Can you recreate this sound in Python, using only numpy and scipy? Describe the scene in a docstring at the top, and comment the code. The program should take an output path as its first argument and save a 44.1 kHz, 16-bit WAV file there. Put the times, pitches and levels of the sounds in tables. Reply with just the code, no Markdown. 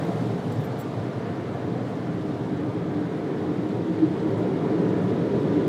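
"""Car wash dryer blowers rush over a closed car, heard from the cabin.
From the start: noise-band rumble and rush, resonant roof drumming, seal hiss and a very faint sine whine.
Small metal, like keys, chinks within the first second (noise-struck modes); bright noise puffs come and go.
The roof drums harder from about 2.5 s to the end; a blurred fan tone comes up near 4 s.
One more faint chink, slightly spread, follows shortly after."""
import sys
import numpy as np
from scipy import signal
from scipy.io import wavfile
from scipy.ndimage import uniform_filter1d

SR = 44100
rng = np.random.default_rng(int(sys.argv[2]) if len(sys.argv) > 2 else 0)


def digitize_waveform(pressure):
    """Quantize a signal to 16-bit integers and store it at the path in sys.argv[1].

    Rows of a 2-D input are taken as channels; values are limited to [-1, 1].
    """
    field = np.atleast_2d(pressure).T
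    bounded = np.clip(field, -1, 1)
    quanta = np.round(bounded * 32767).astype(np.int16)
    wavfile.write(sys.argv[1], SR, quanta)


N = 250488  # samples

# Large-eddy spectrum: freq_hz, gain_db
RUMBLE_SPECTRUM = [(15, -68.5), (25, -48), (65, -20.5), (94, -13), (113, 1), (167, 0), (212, -7),
                   (260, -0.5), (340, -41.5), (570, -120)]
# Rumble over time: time_s, level_db (90-220 Hz, before tilt and wobbles), tilt_db_per_octave
RUMBLE_CURVE = [(0, -29.5, 1.5), (.45, -30.5, -1.5), (.65, -30.5, -0.5), (.75, -32.5, -2.5),
                (1.15, -34, -1.5), (1.4, -31, -4), (1.75, -32.5, -1), (2.2, -31.5, -1), (3.0, -32, -2),
                (3.7, -32, 2.5), (4.3, -32.5, 1), (5.1, -28.5, 2.5), (5.4, -29.5, -0.5), (5.68, -29.5, 3)]
# Brief level wobbles of the low noise and main panel: centre_s, rumble_change_db, panel_change_db
WOBBLES = [(0.5, 3.5, 0), (0.59, 6, 0), (1.0, 6, 2), (2.52, 5, 2), (3.74, 2.5, 8), (4.04, -4, 8.5),
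           (4.42, 5.5, 7), (5.47, 3, 5), (5.58, 2, 4)]
WOBBLE_HALF_WIDTH_S = 0.023  # change in dB is down to 1/e here
# Cabin resonances colouring rumble and rush: centre_hz, width_hz, lift_db
CABIN_MODES = [(110.4, 29, 4.5), (177.2, 19, 6), (443.4, 21, 6), (700, 25, 5), (1010, 40, 0), (1180, 11, 8),
               (1390, 19, 1.5), (2650, 370, -5), (3800, 1200, 6.5)]

# Roof and door panel resonances: centre_hz, width_hz, gain_db
ROOF_MODES = [(178.5, 58, -2.5), (242, 38, -12), (282, 26, -0.5), (340, 34, -1.5), (392.5, 30.3, 2.5),
              (436.5, 22, 0), (498, 34, -7), (536, 41, -9.5), (599, 27, -13), (880, 22, -24.5),
              (933, 28, -15.5)]
# Roof over time: time_s, drumming_db (340-520 Hz), main_panel_db (285-330 Hz, before wobbles)
ROOF_CURVE = [(0.0, -39, -38), (.3, -37.5, -53), (0.7, -42.5, -53), (1.5, -37, -45), (2.0, -41, -42),
              (2.3, -38.5, -35.5), (3.4, -34, -33), (4.0, -32, -29.5), (4.5, -29.5, -32.5),
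              (4.9, -28.5, -30.5), (5.15, -31, -34), (5.33, -28, -35), (5.5, -28.5, -28.5),
              (5.68, -28.5, -26.5)]
PANEL_HZ, PANEL_WIDTH_HZ = 307, 25
PANEL_WANDER = 0.018  # rms random pitch drift, as a share of pitch

# Nozzle roar spectrum: freq_hz, gain_db
RUSH_SPECTRUM = [(120, -59), (200, 0), (220, -3.5), (316, 0.5), (362, -13.5), (392, -8.5), (437, -4),
                 (557, -8), (719, -9), (904, -15), (1800, -22.5), (2110, -25.5), (5000, -54), (6500, -68),
                 (11000, -120)]
# Rush over time: time_s, level_db (600-3000 Hz, before tilt), tilt_db_per_octave
RUSH_CURVE = [(0.0, -37, -3), (0.5, -39.5, -0.5), (.95, -39, -.5), (1.35, -40, 2), (1.7, -40, -1),
              (2.5, -40, -0.5), (3.2, -40, 2), (3.9, -41, 1), (4.4, -38.5, 0), (5.0, -38, .5),
              (5.4, -39.5, 1.5), (5.68, -37.5, 1)]

# Seal hiss spectrum: freq_hz, gain_db
HISS_SPECTRUM = [(2060, -4.5), (3500, -2.5), (4700, -8), (6000, -12.5), (7800, -16.5), (10300, -21.5),
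                 (14300, -31), (14600, -28.5), (15600, -29.5)]
# Hiss over time: time_s, level_db (5-9 kHz, before tilt), tilt_db_per_octave
HISS_CURVE = [(0.0, -59.5, 1.5), (1.16, -64, -0.5), (2.97, -65.5, -0.5), (4.13, -64.5, -1),
              (4.98, -63.5, -1), (5.62, -63, -1.5)]

FAN_HZ, FAN_WIDTH_HZ = 988, 9
# Blower tone over time: time_s, level_db (950-1020 Hz)
FAN_CURVE = [(0, -65), (3.9, -58), (4.4, -52), (5.0, -51), (5.68, -50)]

# Electronic whine: pitch_hz, rms_db
WHINE_TONES = [(14912, -100), (14971, -91), (15030, -90), (15089, -100), (15622, -104)]

# Ringing modes of the small metal: pitch_hz, offset_db, t60_s
KEY_MODES = [(4400, -1, .012), (5600, -5, .012), (7500, 0, .04), (7950, -1.5, .04), (9200, -4, .015),
             (9900, -2, .015), (10500, 0, .02), (11300, 2, .015), (12020, 3, .06), (12705, -8, .05),
             (14500, -12, .03), (14950, 2, .03), (15300, -12, .03)]
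# Mode-group index (0-4) of each row of KEY_MODES
KEY_GROUPS = [0, 0, 0, 0, 1, 1, 1, 1, 2, 3, 4, 4, 4]
# Contacts: start_s, length_s, lowest_db, middle_db, main_db, upper_db, top_db (peaks before offset_db)
CHINKS = [(.04, .02, -80, -80, -62, -78, -80), (.517, .012, -55, -61, -62, -78, -76),
          (.530, .018, -62, -71, -63, -80, -72), (.552, .014, -60, -72, -73, -80, -78),
          (.600, .014, -68, -65, -64, -78, -74), (.613, .012, -66, -73, -66, -78, -69),
          (.627, .012, -68, -70, -64, -70, -70), (.639, .018, -59, -62, -54, -55, -63),
          (.655, .014, -67, -68, -63, -59, -66), (.774, .016, -69, -67, -68, -72, -65),
          (.787, .012, -62, -56, -57, -60, -54), (.795, .012, -51, -58, -56, -59, -49),
          (.804, .01, -55, -59, -65, -63, -49), (.811, .011, -58, -57, -64, -65, -58),
          (.821, .01, -61, -67, -73, -74, -61), (4.275, .025, -82, -74, -67, -72, -80),
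          (4.295, .025, -82, -76, -70, -74, -80)]

# Puff spectrum: freq_hz, gain_db
PUFF_SPECTRUM = [(2500, -19), (4500, 0), (7500, 8), (11000, 1), (15500, -11)]
# Short bright noise puffs; the one at 0.79 s belongs to the key clash: time_s, gain_db
PUFFS = [(.516, -60), (.79, -54), (1.885, -59), (3.165, -59), (3.68, -63), (4.375, -58), (5.015, -60)]

MIC_CUTOFF_HZ, RECORDER_CUTOFF_HZ = 74, 15760


def amp(db):
    """Amplitude gain of a level in dB."""
    return 10 ** (np.asarray(db) / 20)


def evened(x):
    """Scale to rms 1."""
    return x / np.sqrt(np.mean(x ** 2) + 1e-20)


def smooth_noise(shape, size):
    """Running mean of white noise along the first axis, rms 1."""
    return evened(uniform_filter1d(rng.standard_normal(shape), size=size, axis=0))


def spectrum_gain(points, hz):
    """Gain of a spectrum table, in dB linear over log frequency."""
    freq_hz, gain_db = np.transpose(points)
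    return amp(np.interp(np.log(hz + 1), np.log(freq_hz + 1), gain_db))


def along(table, column):
    """Gain at every sample from a dB column over time."""
    rows = np.array(table)
    return amp(np.interp(np.arange(N) / SR, rows[:, 0], rows[:, column]))


def peak(hz, centre_hz, width_hz):
    """Resonance shape, 1 at its centre and 1/2 at half a width away."""
    return 1 / (1 + (2 * (hz - centre_hz) / width_hz) ** 2)


def turbulence(shape, band_hz, size, patchy_db, flicker_db, swell_db=0, wander=0):
    """Random-phase noise, rms 1 in the band; patches, flicker, swell (rms dB) and pitch drift at random."""
    hop = size // 4
    frames, hz = N // hop + 12, np.fft.rfftfreq(size, 1 / SR)
    real, imag = rng.standard_normal((2, len(hz), frames))
    patches = evened(uniform_filter1d(smooth_noise((len(hz), frames), size=8), size=6, axis=1))
    flicker = smooth_noise(frames, size=3)
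    slow_frames = SR // 4 // hop  # about 0.25 s
    swell = smooth_noise(frames, slow_frames)
    drift = smooth_noise(frames, slow_frames)

    power = shape(hz) ** 2
    in_band = (hz > band_hz[0]) & (hz < band_hz[1])
    band_share = np.sum(power[in_band]) / np.sum(power)
    gain = shape(hz[:, None] * (1 + wander * drift))
    level_db = patchy_db * patches + flicker_db * flicker + swell_db * swell
    z = (real + 1j * imag) * gain * amp(level_db)
    noise = signal.istft(z, nperseg=size, noverlap=size - hop)[1][size:size + N]
    return evened(noise) / np.sqrt(band_share)


def shaped(x, table, pivot_hz, reach_octaves):
    """Level and brightness over time: the spectrum tips about the pivot, flat beyond the reach."""
    hz, time_s, z = signal.stft(x, SR, nperseg=2048)
    rows = np.array(table)
    octaves = np.clip(np.log2((hz + 1) / pivot_hz), -reach_octaves, reach_octaves)
    tilt_db = np.outer(octaves, np.interp(time_s, rows[:, 0], rows[:, 2]))
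    tilted = signal.istft(z * amp(tilt_db), nperseg=2048)[1][:N]
    return along(table, column=1) * tilted


def cabin(hz):
    """Cabin air and trim: resonant lifts and a dip on a flat response."""
    return amp(sum(db * peak(hz, f, w) for f, w, db in CABIN_MODES))


def wobbles(column):
    """Gain of the brief level wobbles, each a bell in dB."""
    t = np.arange(N) / SR
    change_db = sum(row[column] * np.exp(-((t - row[0]) / WOBBLE_HALF_WIDTH_S) ** 2) for row in WOBBLES)
    return amp(change_db)


def rumble():
    """Large eddies press on the whole body: low noise coloured by the cabin."""
    def shape(hz):
        return spectrum_gain(RUMBLE_SPECTRUM, hz) * cabin(hz)
    eddies = turbulence(shape, (90, 220), size=4096, patchy_db=0.5, flicker_db=0.27)
    return wobbles(column=1) * shaped(eddies, RUMBLE_CURVE, pivot_hz=145, reach_octaves=1)


def roof():
    """Panels ring on the buffeting: noise in narrow resonances; the main panel has its own level."""
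    def modes(hz):
        power = sum(amp(2 * db) * peak(hz, f, w) ** 1.7 for f, w, db in ROOF_MODES)  # steep skirts
        return np.sqrt(power)

    def main_mode(hz):
        return peak(hz, PANEL_HZ, PANEL_WIDTH_HZ)
    drumming = turbulence(modes, (340, 520), size=8192, patchy_db=0.7, flicker_db=0, wander=PANEL_WANDER)
    panel = turbulence(main_mode, (285, 330), size=8192, patchy_db=0.5, flicker_db=0.3, wander=PANEL_WANDER)
    main_panel = along(ROOF_CURVE, column=2) * wobbles(column=2) * panel
    return along(ROOF_CURVE, column=1) * drumming + main_panel


def rush():
    """Nozzle roar dulled by the glass: noise falling towards the treble, coloured by the cabin."""
    def shape(hz):
        return spectrum_gain(RUSH_SPECTRUM, hz) * cabin(hz)
    roar = turbulence(shape, (600, 3000), size=4096, patchy_db=1.22, flicker_db=0.25, swell_db=0.19)
    return shaped(roar, RUSH_CURVE, pivot_hz=1000, reach_octaves=0.46)


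def seals():
    """Air whipping past the window seals: high noise with fast patches."""
    def shape(hz):
        return spectrum_gain(HISS_SPECTRUM, hz)
    hiss = turbulence(shape, (5000, 9000), size=512, patchy_db=1.07, flicker_db=0.5, swell_db=0.3)
    return shaped(hiss, HISS_CURVE, pivot_hz=6500, reach_octaves=2.5)


def fan():
    """Blade tone blurred into a narrow noise band, coming up as a blower nears."""
    def shape(hz):
        return peak(hz, FAN_HZ, FAN_WIDTH_HZ)
    tone = turbulence(shape, (950, 1020), size=8192, patchy_db=0.5, flicker_db=1.5, wander=0.0037)
    return along(FAN_CURVE, column=1) * tone


def whine():
    """Thin steady sines of some electronics, at random phases."""
    t = np.arange(N) / SR
    return sum(np.sqrt(2) * amp(db) * np.sin(2 * np.pi * (hz * t + rng.random())) for hz, db in WHINE_TONES)


def keys():
    """Small metal: each swelling, fading rattle of noise contacts rings the same decaying modes."""
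    out, t = np.zeros(N + SR), np.arange(SR // 8) / SR
    for start_s, length_s, *group_db in CHINKS:
        swell = np.sin(np.pi * np.clip(t / length_s, 0, 1) ** 0.73) ** 2
        at = round(start_s * SR)
        for (hz, offset_db, t60_s), group in zip(KEY_MODES, KEY_GROUPS):
            roughness = amp(4.0 * smooth_noise(len(t), size=60))
            contacts = swell * rng.standard_normal(len(t)) * roughness
            mode = amp(-60 * t / t60_s) * np.sin(2 * np.pi * hz * t)
            ring = signal.fftconvolve(contacts, mode)[:len(t)]
            out[at:at + len(t)] += amp(offset_db + group_db[group]) * ring / abs(ring).max()
    return out[:N]


def puffs():
    """Short bright noise puffs, rising then dying away; the one at 0.79 s belongs to the key clash."""
    t, envelope = np.arange(N) / SR, np.zeros(N)
    for time_s, gain_db in PUFFS:
        rises = np.maximum(t - time_s + 0.007, 0) / 0.014  # starts 7 ms early, 14 ms rise
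        envelope += amp(gain_db) * rises * np.exp(-rises)

    def shape(hz):
        return spectrum_gain(PUFF_SPECTRUM, hz)
    return envelope * turbulence(shape, (5500, 11000), size=256, patchy_db=4, flicker_db=2)


def scene():
    """Sum of all sources, one channel."""
    return (rumble() + roof() + rush() + seals() + fan() + whine() + keys() + puffs())[None]


def record(dry):
    """Small microphone loses the deep bass; the recorder limits the treble."""
    bass_cut = signal.butter(2, MIC_CUTOFF_HZ, "high", fs=SR, output="sos")
    thin = signal.sosfilt(bass_cut, dry)
    treble_cut = signal.firwin(511, RECORDER_CUTOFF_HZ, window=("kaiser", 9), fs=SR)
    return signal.oaconvolve(thin, treble_cut[None], "same")


dry = scene()
out = record(dry)
digitize_waveform(out)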